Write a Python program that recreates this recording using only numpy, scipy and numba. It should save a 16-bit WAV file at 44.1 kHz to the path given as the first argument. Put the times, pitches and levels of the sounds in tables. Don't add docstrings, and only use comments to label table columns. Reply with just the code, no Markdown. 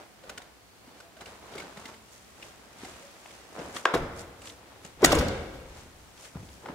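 import sys
import numpy as np
from scipy import signal
from scipy.fft import rfft, irfft, next_fast_len
from scipy.io import wavfile
from scipy.ndimage import uniform_filter1d
from numba import njit

SR = 44100
rng = np.random.default_rng(int(sys.argv[2]) if len(sys.argv) > 2 else 0)


def attenuation_scalar(level_db):
    decades = np.asarray(level_db, float) / 20
    return 10 ** decades


def generate_wav(signal):
    frames = np.transpose(np.atleast_2d(signal))
    scaled = np.clip(frames, -1, 1) * 32767
    pcm = np.round(scaled).astype(np.int16)
    wavfile.write(sys.argv[1], SR, pcm)


N = 297234
TIME = np.arange(N) / SR
BLOW = 4096

# f/Hz, likeness/0-1
ALIKE_IN_HALL = [(60, .99), (130, .98), (290, .93), (640, .74), (1410, .25), (3100, 0)]


def on_log(table, hz):
    at, value = np.transpose(table)
    return np.interp(np.log(hz + 1), np.log(at), value)


def ring(x, hz, width_hz):
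    return signal.lfilter(*signal.iirpeak(min(hz, .45 * SR), hz / width_hz, SR), x)


def body(x, modes):
    x = np.atleast_2d(x)
    return sum(attenuation_scalar(db) * ring(x[k % len(x)], hz, width) for k, (hz, width, db) in enumerate(modes))


def unit(x):
    return x / np.sqrt(np.mean(x ** 2))


def swells(rows, extra_db=0):
    s, rise, fall, db = np.transpose(rows)[:4, :, None]
    coarse = TIME[::44]
    below = np.where(coarse < s, (s - coarse) / np.abs(rise), (coarse - s) / np.abs(fall))
    level_db = db + extra_db - 12 * below ** 1.04
    return np.interp(TIME, coarse, np.sqrt(np.sum(attenuation_scalar(level_db) ** 2, axis=0)))


def stereo_noise(size, alike):
    fast = next_fast_len(size)
    c = np.clip(on_log(alike, np.fft.rfftfreq(fast, 1 / SR)), 0, 1)
    mid, side = rfft(rng.standard_normal((2, fast))) * np.sqrt([(1 + c) / 2, (1 - c) / 2])
    return irfft([mid + side, mid - side], fast)[:, :size]


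def add(out, near, far, s, peak_db):
    i = int(s * SR)
    near = near * attenuation_scalar(peak_db) / np.abs(near).max()
    far = far * np.sqrt(np.sum(near ** 2) / np.sum(far ** 2))
    out[:, i:i + len(near)] += np.array([near, far])[:, :N - i]


def tap():
    return 1. * (np.arange(BLOW) == 40)


def contact(ms, swell=1):
    u = np.arange(BLOW) / SR / (max(ms, .5) / 2000)
    return u ** swell * np.exp(-u ** 2)


def blows(thuds, clicks, thud_q, click_q, broad):
    out = np.zeros((2, N))
    high = signal.butter(2, 1200, "high", fs=SR, output="sos")
    for (s, db, hz, ms), grit in zip(thuds, rng.standard_normal((len(thuds), BLOW))):
        tone = np.sin(2 * np.pi * hz * np.arange(BLOW) / SR)
        push = contact(ms) * (tone + 1.7 * ring(grit, hz, 2 * hz))
        add(out, ring(push, hz, hz / thud_q), ring(ring(tap(), hz, hz), hz, hz), s - .001, db)
    for (s, db, hz, ms), grit in zip(clicks, rng.standard_normal((len(clicks), BLOW))):
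        bright = signal.sosfilt(high, [contact(ms, swell=.3) * grit, tap()])
        wide = broad * ring(bright, 2940, 2800)
        near = ring(bright[0], hz, hz / click_q) + wide[0]
        far = ring(bright[1], hz, hz / 2) / np.sqrt(click_q / 2) + wide[1]
        add(out, near, far, s, db)
    return out


def apart(table, ms):
    thuds = [(s, db, hz, ms) for s, db, hz, _, _ in table]
    clicks = [(s, db, hz, ms) for s, _, _, db, hz in table]
    return thuds, clicks


def floor():
    # f/Hz, density/dB per Hz
    hush_shape = [(12, -32), (24, -19), (65, -8), (210, -5), (738, -7), (7730, -20), (13000, -25),
                  (16000, -26.5)]
    # f/Hz, likeness/0-1
    hush_alike = [(60, 0), (130, 0), (290, 0.39), (640, 0.4), (1410, 0.072), (3100, 0.0), (6820, 0),
                  (15000, 0.09)]
    # f/Hz, width/Hz, level/dB
    machines = [(61.4, 9.3, -70), (108, 18, -73)]
    drift = attenuation_scalar(0.56 * unit(uniform_filter1d(rng.standard_normal(N), 9000)))
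    fast = next_fast_len(N)
    shape = attenuation_scalar(on_log(hush_shape, np.fft.rfftfreq(fast, 1 / SR)))
    hush = unit(irfft(rfft(stereo_noise(fast, hush_alike)) * shape, fast)[:, :N])
    hum = 0
    for hz, width, db in machines:
        hum = hum + attenuation_scalar(db) * unit(ring(ring(rng.standard_normal(N), hz, 2 * width), hz, width))
    return attenuation_scalar(-55.5) * drift * hush + hum


def cloth():
    # peak t/s, rise/s, fall/s,
    # level/dB, brightness (-1 dull rub to 1 hiss)
    movements = [(0, .1, 0.079, -54, -0.55), (.3, 0.088, 0.079, -54, -0.52), (.39, .03, 0.14, -58, -0.45),
                 (.98, 0.13, 0.19, -58, -0.15), (1.221, .03, 0.022, -48.5, -0.22),
                 (1.27, 0.027, 0.15, -51, -0.048), (1.59, 0.19, 0.2, -47.5, -0.24),
                 (1.8, 0.082, .1, -54.5, 0.053), (1.88, .1, 0.12, -52, 0.41), (2.13, 0.11, 0.21, -59, 1),
                 (2.45, 0.11, 0.14, -52.5, 0.45), (2.65, 0.27, 0.5, -60, -0.12),
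                 (2.84, 0.11, 0.36, -49.5, 0.42), (3.33, 0.31, 0.43, -54.5, 0.44),
                 (3.6, 0.077, 0.26, -52, -1.3), (3.62, 0.079, 0.35, -56, 0.92),
                (3.763, 0.02, 0.048, -40, 0.67), (4.146, 0.037, 0.56, -64, -1.2),
                (4.195, 0.027, 0.041, -48.5, 1.08), (4.471, 0.063, 0.072, -50.5, 0.98),
                (4.73, 0.45, 0.33, -59, -0.23), (4.85, 0.022, 0.086, -51.5, 0.42),
                (5.022, 0.024, 0.04, -45, -0.5), (5.778, 0.15, 0.16, -52.5, .3),
                (6.05, 0.4, 0.42, -62.5, 0.48), (6.2, 0.052, 0.066, -56, 0.98),
                (6.25, 0.038, 0.054, -50.5, 0.94), (6.366, 0.037, 0.15, -60, -0.97),
                (6.55, 0.45, 0.22, -64, 1.24), (6.69, 0.055, 0.1, -55.5, -1.67)]
    # level at brightness 0/dB, slope/dB per unit of brightness
    bright_db = [(3, -7), (-1.5, 2), (-7.5, 9.5)]
    # peak t/s, rise/s, fall/s, level/dB
    weight = [(.3, .06, 0.36, -63), (1.29, 0.055, 0.25, -61), (1.59, 0.27, 0.095, -59),
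              (1.81, 0.06, 0.33, -61), (2.4, 0.47, 0.42, -62.5), (2.83, 0.034, 0.24, -57),
              (3.68, 0.18, .13, -55.5), (4.146, 0.063, 0.22, -48.5), (4.468, 0.17, 0.22, -56.5),
              (4.8, 0.15, .3, -62), (5.7, .05, 0.13, -50), (6.366, 0.016, 0.2, -45), (6.74, 0.065, .1, -50)]
    moves = np.array(movements)
    layers = [swells(moves, db + slope * moves[:, 4:]) for db, slope in bright_db] + [swells(weight)]
    # f/Hz, width/Hz, grain spread/dB
    grains = [(420, 1030, 2.76), (1770, 3500, 1.93), (6500, 5400, 3.2), (75.5, 64, 0.44)]
    out = 0
    for gain, (hz, width, spread_db) in zip(layers, grains):
        sizes = np.minimum(rng.exponential(size=N // 64 + 1), 4)
        crackle = attenuation_scalar(spread_db * np.repeat(sizes, 64)[:N]) * stereo_noise(N, ALIKE_IN_HALL)
        out = out + gain * unit(ring(ring(crackle, hz, 1.24 * width), hz, width))
    return out


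def ticks():
    # t/s, thud peak/dB, thud f/Hz, click peak/dB, click f/Hz
    small = [(0.236, -44.5, 524, -45, 1420), (0.294, -47, 550, -27, 1400), (0.376, -48, 480, -27.5, 1640),
             (0.417, -57, 510, -39.5, 1710), (0.874, -47.5, 261, -52, 1400), (1.001, -63, 460, -38.5, 1430),
             (1.167, -44.5, 641, -43.5, 1540), (1.208, -45, 806, -37, 1470),
             (1.257, -51, 1110, -35.5, 2700), (1.535, -47, 590, -40, 3220), (1.552, -34, 420, -35, 1360),
             (1.579, -43, 441, -29, 2200), (1.599, -42, 970, -32, 2120), (1.619, -48, 177, -37, 1500),
             (1.77, -48, 183, -34.5, 1870), (1.854, -47, 250, -32, 1890), (1.939, -53, 430, -42, 1900),
             (2.424, -76, 415, -33.5, 2560), (2.846, -37, 760, -36, 1980), (3.306, -67, 398, -45, 3160)]
    return blows(*apart(small, ms=13.6), thud_q=4.1, click_q=8.2, broad=0.21)


def creaks():
    # t/s, slip rate f/Hz, level/dB
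    creak = [
        (1.76, 201.5, -53),
        (1.786, 206.5, -46.5),
        (1.858, 236.6, -51.5),
        (1.895, 212.6, -49),
        (1.924, 211, -51),
        (1.96, 221, -66),
    ]
    # t/s, length/s, f/Hz, level/dB
    squeaks = [
        (0.4, 0.84, 4390, -67),
        (1.006, 0.1, 680, -58),
        (2.975, 0.17, 555, -51),
    ]
    s, hz, db = np.transpose(creak)
    wobble = uniform_filter1d(rng.standard_normal(N), 200)
    wobble = unit(wobble - uniform_filter1d(wobble, size=8000))
    turns = np.cumsum(np.interp(TIME, s, hz) * (1 + 0.05 * wobble)) / SR
    slips = np.diff(np.floor(turns), prepend=0) * attenuation_scalar(6 * wobble)
    level = attenuation_scalar(np.interp(TIME, [s[0] - .01, *s, s[-1] + .03], [-99, *db, -99]))
    out = level * unit(body(slips, [(208, 55, 7.5), (450, 270, -1), (1030, 280, 4.5)]))
    for start, length, hz, db in squeaks:
        swell = np.sin(np.pi * np.clip((TIME - start) / length, 0, 1))
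        out += attenuation_scalar(db) * swell * np.sin(2 * np.pi * hz * np.cumsum(1 + 0.023 * wobble) / SR)
    return out


def door_swing():
    # t/s, thud peak/dB, thud f/Hz, click peak/dB, click f/Hz
    rattles = [(3.597, -30, 517, -47, 2400), (3.59, -34, 205, -37, 5200), (3.766, -27.5, 1190, -25, 1380),
               (4.418, -55.5, 506, -36, 7550), (4.455, -61, 560, -34.5, 7260),
               (4.472, -63, 560, -32.5, 3400), (4.496, -56, 538, -33, 3670),
               (4.848, -40.5, 149, -31.5, 7000), (6.175, -57, 236, -45, 2330), (6.238, -48, 600, -54, 1670),
               (6.429, -37.5, 168, -48, 2620), (6.487, -47, 154, -42, 3140), (6.64, -39, 417, -54, 1230),
               (6.682, -39, 600, -56, 1500), (6.697, -34, 219, -55, 1620), (6.724, -43, 216, -59, 1910)]
    # t/s, peak/dB, f/Hz, contact/ms
    knock_thuds = [(2.834, -32, 305, 5.1), (3.258, -35.5, 780, 4.2), (3.584, -32, 513, 5.3),
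                   (3.853, -27, 420, 5.7), (3.942, -14.5, 610, 3.7), (3.944, -28, 210, 12),
                   (3.951, -15.5, 408, 10), (3.96, -16, 480, 12), (6.351, -41, 600, 3.4),
                   (6.356, -29.5, 155, 8.5), (6.659, -29, 780, 6), (6.664, -38, 553, 14)]
    knock_clicks = [
        (2.835, -50, 1400, 5.9),
        (3.259, -37, 2200, 6.3),
        (3.584, -56, 1500, 6.6),
        (3.853, -16, 3550, 10),
        (3.942, -18, 1650, 6.4),
        (3.944, -26, 3500, 11),
        (6.351, -42, 1540, 2.1),
        (6.66, -34, 1330, 7.8),
    ]
    light = blows(*apart(rattles, ms=10.2), thud_q=0.67, click_q=25.0, broad=0.28)
    return light + blows(knock_thuds, knock_clicks, thud_q=0.35, click_q=3.6, broad=0.024)


def strap():
    # f/Hz, width/Hz, level/dB
    close_modes = [(334, 116, -3.5), (600, 630, -4), (1110, 145, 8), (1620, 64, 9), (2400, 640, -5),
                   (3150, 720, -9), (4500, 590, -17), (7000, 3700, -24)]
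    # f/Hz, width/Hz, level/dB
    pillar = [(480, 130, 4), (1300, 700, 4.5), (3140, 7500, -28)]
    out, hit = np.zeros((2, N)), tap()
    snap = rfft(contact(6.2, swell=1.37) * rng.standard_normal(BLOW))
    snap = irfft(snap / np.sqrt(uniform_filter1d(np.abs(snap) ** 2, size=12)))
    add(out, body([snap, -snap], close_modes), body([hit, -hit], pillar), 3.8525, -3.5)
    return out * attenuation_scalar(np.array([[0], [4.0]]))


def shudder():
    # f/Hz, width/Hz, level/dB
    panel_modes = [(140, 22, -8), (224, 26, 8.5), (315.5, 11, 16.5), (400, 260, -1), (468, 27, 12.5),
                   (534, 180, -1), (810, 80, -19), (1130, 91, -0.5), (1400, 380, -28), (2200, 1030, -15.5)]
    cabin_modes = [(35, 48, -3.5), (58, 7.6, 5.5), (94, 78, -3.5)]
    # peak t/s, rise/s, fall/s, level/dB
    jolts = [
        (3.94, 0.0026, 0.039, -22.5),
        (4.026, .03, .065, -44),
        (4.134, .02, 0.32, -48.5),
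        (4.488, 0.011, 0.063, -48),
        (5.045, 0.0042, 0.01, -9.5),
        (5.127, 0.013, 0.064, -18),
        (5.22, .04, 0.015, -23),
        (5.3, .04, .08, -54),
        (5.545, 0.029, 0.11, -42.5),
    ]
    booms = [
        (3.956, 0.006, 0.062, -37),
        (4.026, 0.026, 0.02, -31.5),
        (5.07, 0.011, 0.045, -21.5),
        (5.199, 0.082, 0.0096, -20),
        (5.263, 0.019, 0.04, -28.5),
        (5.35, .04, 0.15, -42),
        (5.545, 0.029, 0.43, -47.5),
        (5.935, 0.094, .16, -57),
    ]
    uneven = np.repeat(rng.standard_normal(N // 256 + 1), 256)[:N]
    shake = attenuation_scalar(3.25 * uneven) * rng.standard_normal((2, N))
    skin = body(shake, panel_modes) + attenuation_scalar(0.5) * ring(shake[0], 270, 560)
    air = ring(body(rng.standard_normal((2, N)), cabin_modes), 45, 165)
    return swells(jolts) * unit(skin) + swells(booms) * unit(air)


def slam():
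    # t/s, peak/dB, f/Hz, contact/ms
    seal_thuds = [(5.019, -29, 600, 11), (5.028, -8, 400, 13.8), (5.0455, -4.5, 704, 7),
                  (5.047, -6, 1300, 5.7), (5.0575, -21, 714, 6.9), (5.067, -12, 365, 2.8),
                  (5.107, -16.5, 430, 7.2), (5.118, -10.5, 1240, 6.8), (5.1225, -13, 600, 3.9),
                  (5.132, -7.5, 540, 2.2), (5.149, -20, 480, 15), (5.164, -15, 480, 33),
                  (5.186, -17.5, 468, 9.4), (5.199, -17.5, 215, 4.5), (5.283, -35, 400, 3.9)]
    latch_clicks = [(5.019, -33, 5440, 9.7), (5.032, -27, 2300, 10), (5.041, -14, 4970, 6.5),
                    (5.0456, 4.5, 2080, 3.4), (5.047, -3.5, 7040, 7.9), (5.058, -3, 6500, 2.7),
                    (5.066, -17, 1700, 3), (5.105, -20, 4000, 9.7), (5.119, -10.5, 2500, 9.4),
                    (5.1228, -15, 5250, 11), (5.149, -18.5, 7150, 14), (5.185, -16.5, 4650, 19),
                    (5.283, -22, 4500, 4.1)]
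    return blows(seal_thuds, latch_clicks, thud_q=0.42, click_q=4.9, broad=0.61)


def hall(x):
    # f/Hz, T60/s
    t60 = [(60, 0.6), (250, 1.01), (700, 1.075), (2000, 1.14), (5000, 0.6), (11000, 0.06)]
    t = np.arange(65536) / SR
    noise, tail = stereo_noise(65536, ALIKE_IN_HALL), 0
    for hz in 45 * 2 ** np.arange(0, 9, .5):
        if hz < 17000:
            fade_db = -60 * t / on_log(t60, hz) - 2.5 * np.log2(hz / 500)
            tail = tail + ring(noise, hz, hz / 3) * attenuation_scalar(fade_db)
    tail *= (1 - np.exp(-t / 0.004)) * (1 + 1.4 * np.exp(-t / 0.023))
    return signal.fftconvolve(x[None], tail / np.sqrt(np.sum(tail ** 2) / 2), axes=1)[:, :N]


def heard(x, lead_ms, balance, near_db):
    size = next_fast_len(N + 2048)
    hz = np.fft.rfftfreq(size, 1 / SR)
    half = attenuation_scalar(on_log(balance, hz) / 2) * np.exp(1j * np.pi * hz * lead_ms / 1000)
    direct = np.array([half, 1 / half])
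    near = stereo_noise(2048, ALIKE_IN_HALL) * np.exp(-np.arange(2048) / SR / .003)
    near = rfft(near / np.sqrt(np.sum(near ** 2) / 2), size)
    paths = direct + attenuation_scalar(near_db) * hz / (hz + 1500) * near
    even = np.sqrt(uniform_filter1d(np.abs(paths) ** 2, size=size // 100))
    even = even / np.abs(direct)
    return irfft(rfft(x, size) * paths / even, size)[:, :N]


def scene():
    # f/Hz, difference/dB
    door_side = [(60, 2.5), (380, .5), (700, 2), (1290, 3), (2380, -.5), (4400, 0), (8120, 2.5),
                 (15000, 7.5)]
    # t/s, left minus right/dB
    side_shift = [
        (0, -0.5),
        (3.5, 0.2),
        (6.74, 1),
    ]
    seat = ticks() + creaks()
    shade = signal.butter(1, 7000, fs=SR, output="sos")
    swing = signal.sosfilt(shade, door_swing() + strap())
    skin, shut = shudder(), slam()
    wet = hall(attenuation_scalar(-14) * seat[1] + attenuation_scalar(-14.5) * swing[1] + attenuation_scalar(-11) * shut[1] + attenuation_scalar(-13.5) * skin)
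    direct = heard(seat[0], 0.039, [(100, 0), (10000, 0.24)], near_db=3.0)
    direct += heard(swing[0], 0.03, door_side, near_db=-15)
    direct += heard(shut[0] + attenuation_scalar(-3.0) * skin, 0.15, door_side, near_db=4.0)
    side_shift_db = np.interp(TIME, *np.transpose(side_shift))
    return direct + (wet + cloth() + floor()) * attenuation_scalar(np.array([side_shift_db, -side_shift_db]) / 2)


@njit
def follow(x, attack, release):
    out, e = np.empty(len(x)), 0.
    for i in range(len(x)):
        e += (x[i] - e) * (attack if x[i] > e else release)
        out[i] = e
    return out


def low_pass(x):
    return signal.sosfilt(signal.butter(12, 16800, fs=SR, output="sos"), x)


def record(dry):
    loud = follow(np.abs(dry).max(axis=0), 1 / (0.02 * SR), 1 / (.12 * SR))
    ducked = dry * (attenuation_scalar(-18.0) / np.maximum(loud, attenuation_scalar(-18.5))) ** .5
    rounded = .82 * np.tanh(ducked / .82)
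    top = signal.ellip(8, .5, 45, 15750, fs=SR, output="sos")
    return low_pass(signal.sosfilt(top, rounded))


dry = scene()
out = record(dry)
generate_wav(out)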